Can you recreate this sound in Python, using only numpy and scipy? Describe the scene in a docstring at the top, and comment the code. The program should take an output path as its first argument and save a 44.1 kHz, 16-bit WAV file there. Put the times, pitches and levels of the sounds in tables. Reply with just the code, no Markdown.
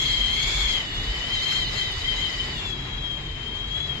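"""A piercing, sputtering whistle: a gale blows through the gap of a balcony door on a ship in rough sea.
The jet oscillates against the edge of the gap, and air speed sets one pitch that these edge tones follow.
Strong gusts add a warbling shriek; in the lull the main whistle gives way to a higher one.
Turbulent air hisses in the gap over the wash of the sea, the ship's rumble and a deep boom of hull
and wind. Three raindrops tap the door."""
import sys
import numpy as np
from scipy import signal
from scipy.fft import rfft, irfft
from scipy.io import wavfile
from scipy.ndimage import uniform_filter1d

SR = 44100
rng = np.random.default_rng(int(sys.argv[2]) if len(sys.argv) > 2 else 0)


def generate_wav(signal):
    """Clip the signal to [-1, 1] and save it as 16-bit WAV at the path in sys.argv[1]."""
    frames = np.transpose(np.atleast_2d(signal))
    scaled = np.clip(frames, -1, 1) * 32767
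    pcm = np.round(scaled).astype(np.int16)
    wavfile.write(sys.argv[1], SR, pcm)


N = 176400
T = np.arange(N) / SR


def amp(db):
    """Converts decibels to an amplitude ratio."""
    return 10 ** (np.asarray(db) / 20)


def unit(x):
    """Normalises a signal to an rms of 1."""
    return x / np.sqrt(np.mean(abs(x) ** 2) + 1e-20)


def curve(points):
    """Interpolates rows of time and value linearly over the scene."""
    return np.interp(T, *np.transpose(points))


def spectrum(points, hz):
    """Interpolates rows of frequency and value on a logarithmic frequency axis."""
    f, value = np.transpose(points)
    return np.interp(np.log(hz + 1), np.log(f + 1), value)


def wander(rate_hz, channels=1):
    """Random fluctuation: noise of unit rms, low-passed at rate_hz."""
    size = N // 32 + 2
    hz = np.fft.rfftfreq(size, 32 / SR)
    white = rfft(rng.standard_normal((channels, size)))
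    slow = irfft(white / np.sqrt(1 + (hz / rate_hz) ** 4), size)
    return np.array([np.interp(np.linspace(0, size - 1, N), np.arange(size), unit(row)) for row in slow])


def waver(hz, share=.0035, rate_hz=14.1):
    """Random frequency modulation: a pitch strays by the given rms share of itself."""
    return hz * (1 + share * wander(rate_hz)[0])


def sputter():
    """Intermittency: the jet keeps losing its grip on the edge, and the tone dips for moments."""
    depth, abruptness = .55, 3
    return 1 - depth / (1 + np.exp(-abruptness * (wander(rate_hz=45)[0] - .5)))


def edge_tone(hz, width_hz, rough, left_delay_s=0.0004374):
    """Jet oscillation: a pure tone plus narrow-band turbulence, which has the share `rough` of the power."""
    rough = np.clip(rough, 0, 1)
    turbulence = unit(wander(width_hz / 2, channels=2) + 1j * wander(width_hz / 2, channels=2))
    path_phase = np.exp(-2j * np.pi * hz * left_delay_s * np.array([[1], [0]]))
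    flutter_db = wander(rate_hz=35.5)  # turbulence shakes the level
    fading_db = 0.96 * wander(rate_hz=17, channels=2)  # shifting reflections fade each microphone
    blend = np.sqrt(1 - rough) * path_phase + np.sqrt(rough) * turbulence
    carrier = np.exp(2j * np.pi * np.cumsum(hz) / SR)
    return unit((amp(flutter_db + fading_db) * blend * carrier).real)


# The four strong tones of the gap. Each row: time in seconds, level in dB before the channel gains.
MAIN_LEVEL = [(0, -29), (.28, -26), (.55, -37), (.62, -29), (.77, -28.5), (.85, -43.5), (1.25, -33.5),
              (1.35, -26.5), (1.39, -34), (1.51, -25), (1.53, -33), (1.6, -21.5), (1.66, -40), (1.72, -41),
              (1.81, -27.5), (1.84, -29.5), (1.92, -36), (1.96, -50), (2.04, -37), (2.07, -27), (2.12, -23),
              (2.16, -37), (2.22, -28), (2.28, -30), (2.3, -40), (2.35, -28), (2.375, -48), (2.4, -24.5),
              (2.45, -40.5), (2.68, -43), (2.9, -90)]
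LOWER_LEVEL = [(0, -40.5), (.77, -33.5), (.87, -56), (1.55, -46), (1.97, -51.5), (2.25, -39), (2.4, -49),
               (2.75, -70)]  # beats just below the main tone
UPPER_LEVEL = [(.78, -44), (.87, -45), (1.06, -40.5), (1.2, -46), (2.5, -47), (2.65, -34.5), (2.77, -29.5),
               (2.83, -39), (3.08, -31), (3.33, -40), (3.62, -30.5), (3.68, -39), (3.77, -26), (3.9, -31),
               (4, -33.5)]  # takes over in the lull
RIGHT_END_LEVEL = [(.78, -28.5), (.87, -35.5), (1.04, -38), (1.15, -31.5), (1.6, -28.5), (1.72, -35),
                   (1.8, -34), (2.55, -35), (2.8, -63)]  # from the right end of the gap; holds on between gusts


def whistles(pitch):
    """Edge tones at set ratios to one pitch: three heard on the left, one on the right."""
    main = amp(curve(MAIN_LEVEL)) * sputter() * edge_tone(pitch, width_hz=130, rough=.03)
    # The lower tone leaves the gap at another spot, so its path difference is its own.
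    lower = amp(curve(LOWER_LEVEL)) * edge_tone(pitch * .948, width_hz=190, rough=.1, left_delay_s=.00038)
    upper = amp(curve(UPPER_LEVEL)) * sputter() * edge_tone(waver(pitch * 1.27), width_hz=27, rough=.04)
    right_end = amp(curve(RIGHT_END_LEVEL)) * sputter() * edge_tone(pitch * .99, width_hz=51, rough=.1)
    return (main * amp([[5.5], [-8]])  # channel gains: left, right
            + lower * amp([[7], [-6]])
            + upper * amp([[4.5], [-8]])
            + right_end * amp([[-11.5], [0]]))


# Weaker edge tones. Each row: ratio to the gap's pitch, level at best in dB, bandwidth in Hz,
# roughness (capped at 1), gap pitch where it speaks best in Hz, reach around that pitch in Hz.
WEAK_MODES = [(.645, -34.5, 145, 1, 3394, 316), (1.179, -34, 25, 0.15, 2870, 111),
              (1.201, -49.5, 69.9, 0.45, 2510, 200), (1.465, -51, 35.08, 0.4, 2960, 160),
              (1.51, -47, 35, 0.2, 3000, 202), (1.512, -45, 50, 0.2, 2606, 144),
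              (1.679, -48, 110, 0.86, 3060, 149.8), (1.981, -39, 220, 1.1, 3590, 205),
              (2.54, -57, 30, 0.07, 2805, 189)]


def weak_tones(pitch):
    """Each mode of the jet speaks near its own air speed, so airy tones come and go with the pitch."""
    out = np.zeros((2, N))
    for ratio, db, width_hz, rough, best_hz, reach_hz in WEAK_MODES:
        speaks = np.exp(-.5 * ((pitch - best_hz) / reach_hz) ** 2)
        out += amp(db) * speaks * edge_tone(waver(pitch * ratio), width_hz, rough)
    return out * amp([[0.05], [-0.05]])


# The course of the shriek. Each row: time in seconds, pitch in Hz, level in dB.
SHRIEK_COURSE = [(0, 4200, -44), (.1, 4350, -34.5), (0.201, 4030, -38), (.42, 4350, -37.5),
                 (.52, 4460, -44), (.75, 4210, -37.5), (.85, 3766, -60), (1.28, 3753, -44),
                 (1.351, 4120, -33.5), (1.41, 3850, -30.5), (1.44, 4390, -34.5), (1.472, 4075, -35),
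                 (1.51, 4250, -33), (1.59, 4306, -33.5), (1.639, 3864, -35), (1.682, 4090, -33),
                 (1.71, 3890, -38), (1.78, 4244, -34), (1.85, 3893, -34.5), (1.93, 3777, -40),
                 (2.2, 4030, -37.5), (2.548, 3840, -50), (2.7, 3530, -73)]
# Its tones. Each row: ratio to the shriek's pitch, relative level in dB.
SHRIEK_MODES = [(.89, -7), (0.951, -1.5), (1, -0.5), (1.58, -15.5)]


def shriek():
    """Jet instability: in strong gusts a cluster of tones warbles, each by itself, above the whistle."""
    times, hz, db = np.transpose(SHRIEK_COURSE)
    pitch = np.interp(T, times, hz)
    tones = np.zeros((2, N))
    for ratio, tone_db in SHRIEK_MODES:
        level = amp(tone_db) * sputter()
        warbling_hz = waver(pitch * ratio, share=.014, rate_hz=26)
        tones += level * edge_tone(warbling_hz, width_hz=58, rough=.1)
    return amp(np.interp(T, times, db)) * tones


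# Likeness of the noise at the two microphones. Each row: frequency in Hz, correlation from -1 to 1.
CORRELATION = [(60, .99), (130, .97), (270, .85), (590, .64), (1250, 0), (2670, -.2), (5700, -.08),
               (12000, .04)]
# Its balance. Each row: frequency in Hz, left minus right level in dB.
BALANCE = [(60, 0.5), (250, -1), (640, 1.5), (1150, 5.5), (2070, -2), (3700, 18.5), (6750, -10.5),
           (12000, 3)]


def rush(colour, patchy_db, gusty_db, size):
    """Partly coherent stereo noise of unit rms, fluctuating in spectral patches and as a whole."""
    hop = size // 4
    frames, hz = N // hop + 5, np.fft.rfftfreq(size, 1 / SR)
    left_re, left_im, other_re, other_im, patches = rng.standard_normal((5, frames, len(hz)))
    patches = unit(uniform_filter1d(uniform_filter1d(patches, size=10, axis=0), size=8, axis=1))
    gusts = unit(uniform_filter1d(rng.standard_normal((frames, 1)), size=8, axis=0))
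    correlation = np.clip(spectrum(CORRELATION, hz), -1, 1)
    left = left_re + 1j * left_im
    right = correlation * left + np.sqrt(1 - correlation ** 2) * (other_re + 1j * other_im)
    leftward = amp(spectrum(BALANCE, hz) / 2)
    gain = amp(spectrum(colour, hz) + patchy_db * patches + gusty_db * gusts)
    spectra = np.array([left * leftward, right / leftward]) * gain
    _, noise = signal.istft(spectra.transpose(0, 2, 1), nperseg=size, noverlap=size - hop)
    return unit(noise[:, :N])


# Strength of the hiss. Each row: time in seconds, relative level in dB.
HISS_LEVEL = [(0.0, -39.5), (0.23, -44.5), (0.56, -39), (0.73, -42), (0.86, -51), (1.34, -47.5),
              (1.57, -41), (1.67, -49.5), (1.8, -42.5), (1.85, -48), (2.18, -46), (2.73, -51.5),
              (2.74, -55.5), (3.38, -57), (4.0, -54.5)]
# Colour of the hiss as heard, with a deep notch near 8.7 kHz that does not come from the jet.
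# Each row: frequency in Hz, relative spectral density in dB.
HEARD_HISS_SPECTRUM = [(500, -11.5), (1400, -4.5), (2300, 3.5), (2800, -2), (3500, -3.5), (4200, -0.5),
                       (5200, -1), (5800, -9), (7200, -4.5), (8000, -18), (8700, -44.5), (9800, -19.5),
                       (10500, -26.5), (11700, -18), (12500, -40)]


def jet_hiss():
    """Turbulence in the gap radiates broadband noise, shaped here to the colour that the listener hears."""
    return amp(10 + curve(HISS_LEVEL)) * rush(HEARD_HISS_SPECTRUM, patchy_db=2.2, gusty_db=-0.76, size=512)


# Strength of the sea's wash. Each row: time in seconds, level in dB.
WASH_LEVEL = [(2.4, -37.5), (3.3, -40)]
# Its colour. Each row: frequency in Hz, relative spectral density in dB.
WASH_SPECTRUM = [(100, -3), (300, -3.5), (600, 2.5), (1100, 3.5), (1450, 1.5), (2100, 7), (3000, 0),
                 (4200, -8.5), (5500, -12), (8200, -37), (8800, -80)]


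def sea_wash():
    """Rough sea is heard as mid-band noise under slight random amplitude modulation."""
    return amp(curve(WASH_LEVEL)) * rush(WASH_SPECTRUM, patchy_db=0.04, gusty_db=1.4, size=1024)


# Colour of the ship's rumble. Each row: frequency in Hz, relative spectral density in dB.
RUMBLE_SPECTRUM = [(20, -22.5), (80, -7), (102, -9.5), (135, -7.5), (165, -14), (250, -19), (440, -19),
                   (510, -37.5), (1500, -85)]


def ship_rumble():
    """Random vibration of the ship is heard as low-frequency noise of constant mean level."""
    return amp(-38) * rush(RUMBLE_SPECTRUM, patchy_db=1.7, gusty_db=1.38, size=4096)


# Strength of the boom. Each row: time in seconds, level in dB.
BOOM_SWELLS = [(0, -39), (.2, -30), (.46, -36), (.65, -30.5), (.85, -37), (1.08, -29), (1.3, -37),
               (3.5, -38.5)]
# Its colour. Each row: frequency in Hz, relative spectral density in dB.
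BOOM_SPECTRUM = [(15, -29), (30, -8), (43, 3), (56, -7), (70, -11), (400, -81)]


def hull_boom():
    """Hull and wind make band-limited noise that peaks near 43 Hz and swells three times early on."""
    return amp(curve(BOOM_SWELLS)) * rush(BOOM_SPECTRUM, patchy_db=0.5, gusty_db=1.5, size=4096)


# Raindrops on the door. Each row: start in seconds, level in dB, band centre in Hz,
# pan in dB (added on the left, taken off on the right).
RAINDROPS = [(1.524, -24, 2010, 4), (1.917, -44.5, 9500, -2), (3.776, -42, 4480, 2.5)]


def raindrops():
    """Each impact is a heavily damped burst of noise, coloured by the spot that the drop hits."""
    spread, decay_s = 1.3, .003
    out = np.zeros((2, N))
    for start, db, hz, pan_db in RAINDROPS:
        band = signal.butter(2, [hz / spread, hz * spread], "bandpass", fs=SR, output="sos")
        noise = unit(signal.sosfilt(band, rng.standard_normal((2, N))))
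        envelope = (T >= start) * np.exp(-abs(T - start) / decay_s)
        out += amp(db) * amp([[pan_db], [-pan_db]]) * noise * envelope
    return out


# The pitch of the gap, which follows the air speed. Each row: time in seconds, frequency in Hz.
GAP_PITCH = [(0.0, 3340), (0.14, 3250), (0.28, 3200), (0.44, 3420), (0.54, 3528), (0.75, 3307),
             (0.82, 3055), (0.95, 2890), (1.15, 3070), (1.21, 3007), (1.36, 3157), (1.4, 3076),
             (1.43, 3142), (1.6, 3175), (1.66, 3018), (1.81, 3166), (1.95, 2996), (2.03, 3058),
             (2.08, 3180), (2.16, 3087), (2.2, 3190), (2.36, 3067), (2.53, 3020), (2.57, 2888),
             (2.76, 2558), (2.88, 2603), (3.4, 2460), (3.7, 2563), (3.85, 2658), (3.97, 2480)]


def scene():
    """Superposition: tones and taps at the door add to the noise of jet, sea and ship."""
    pitch = waver(curve(GAP_PITCH), share=0.00478, rate_hz=60.6)  # turbulence shakes the pitch
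    noise = jet_hiss() + sea_wash() + ship_rumble() + hull_boom()
    return whistles(pitch) + weak_tones(pitch) + shriek() + noise + raindrops()


def record(dry):
    """Band limiting: a linear-phase low-pass filter removes the highest treble."""
    cutoff_hz = 12400
    lowpass = signal.firwin(511, cutoff_hz, window=("kaiser", 9), fs=SR)
    return signal.oaconvolve(dry, lowpass[None], "same")


dry = scene()
out = record(dry)
generate_wav(out)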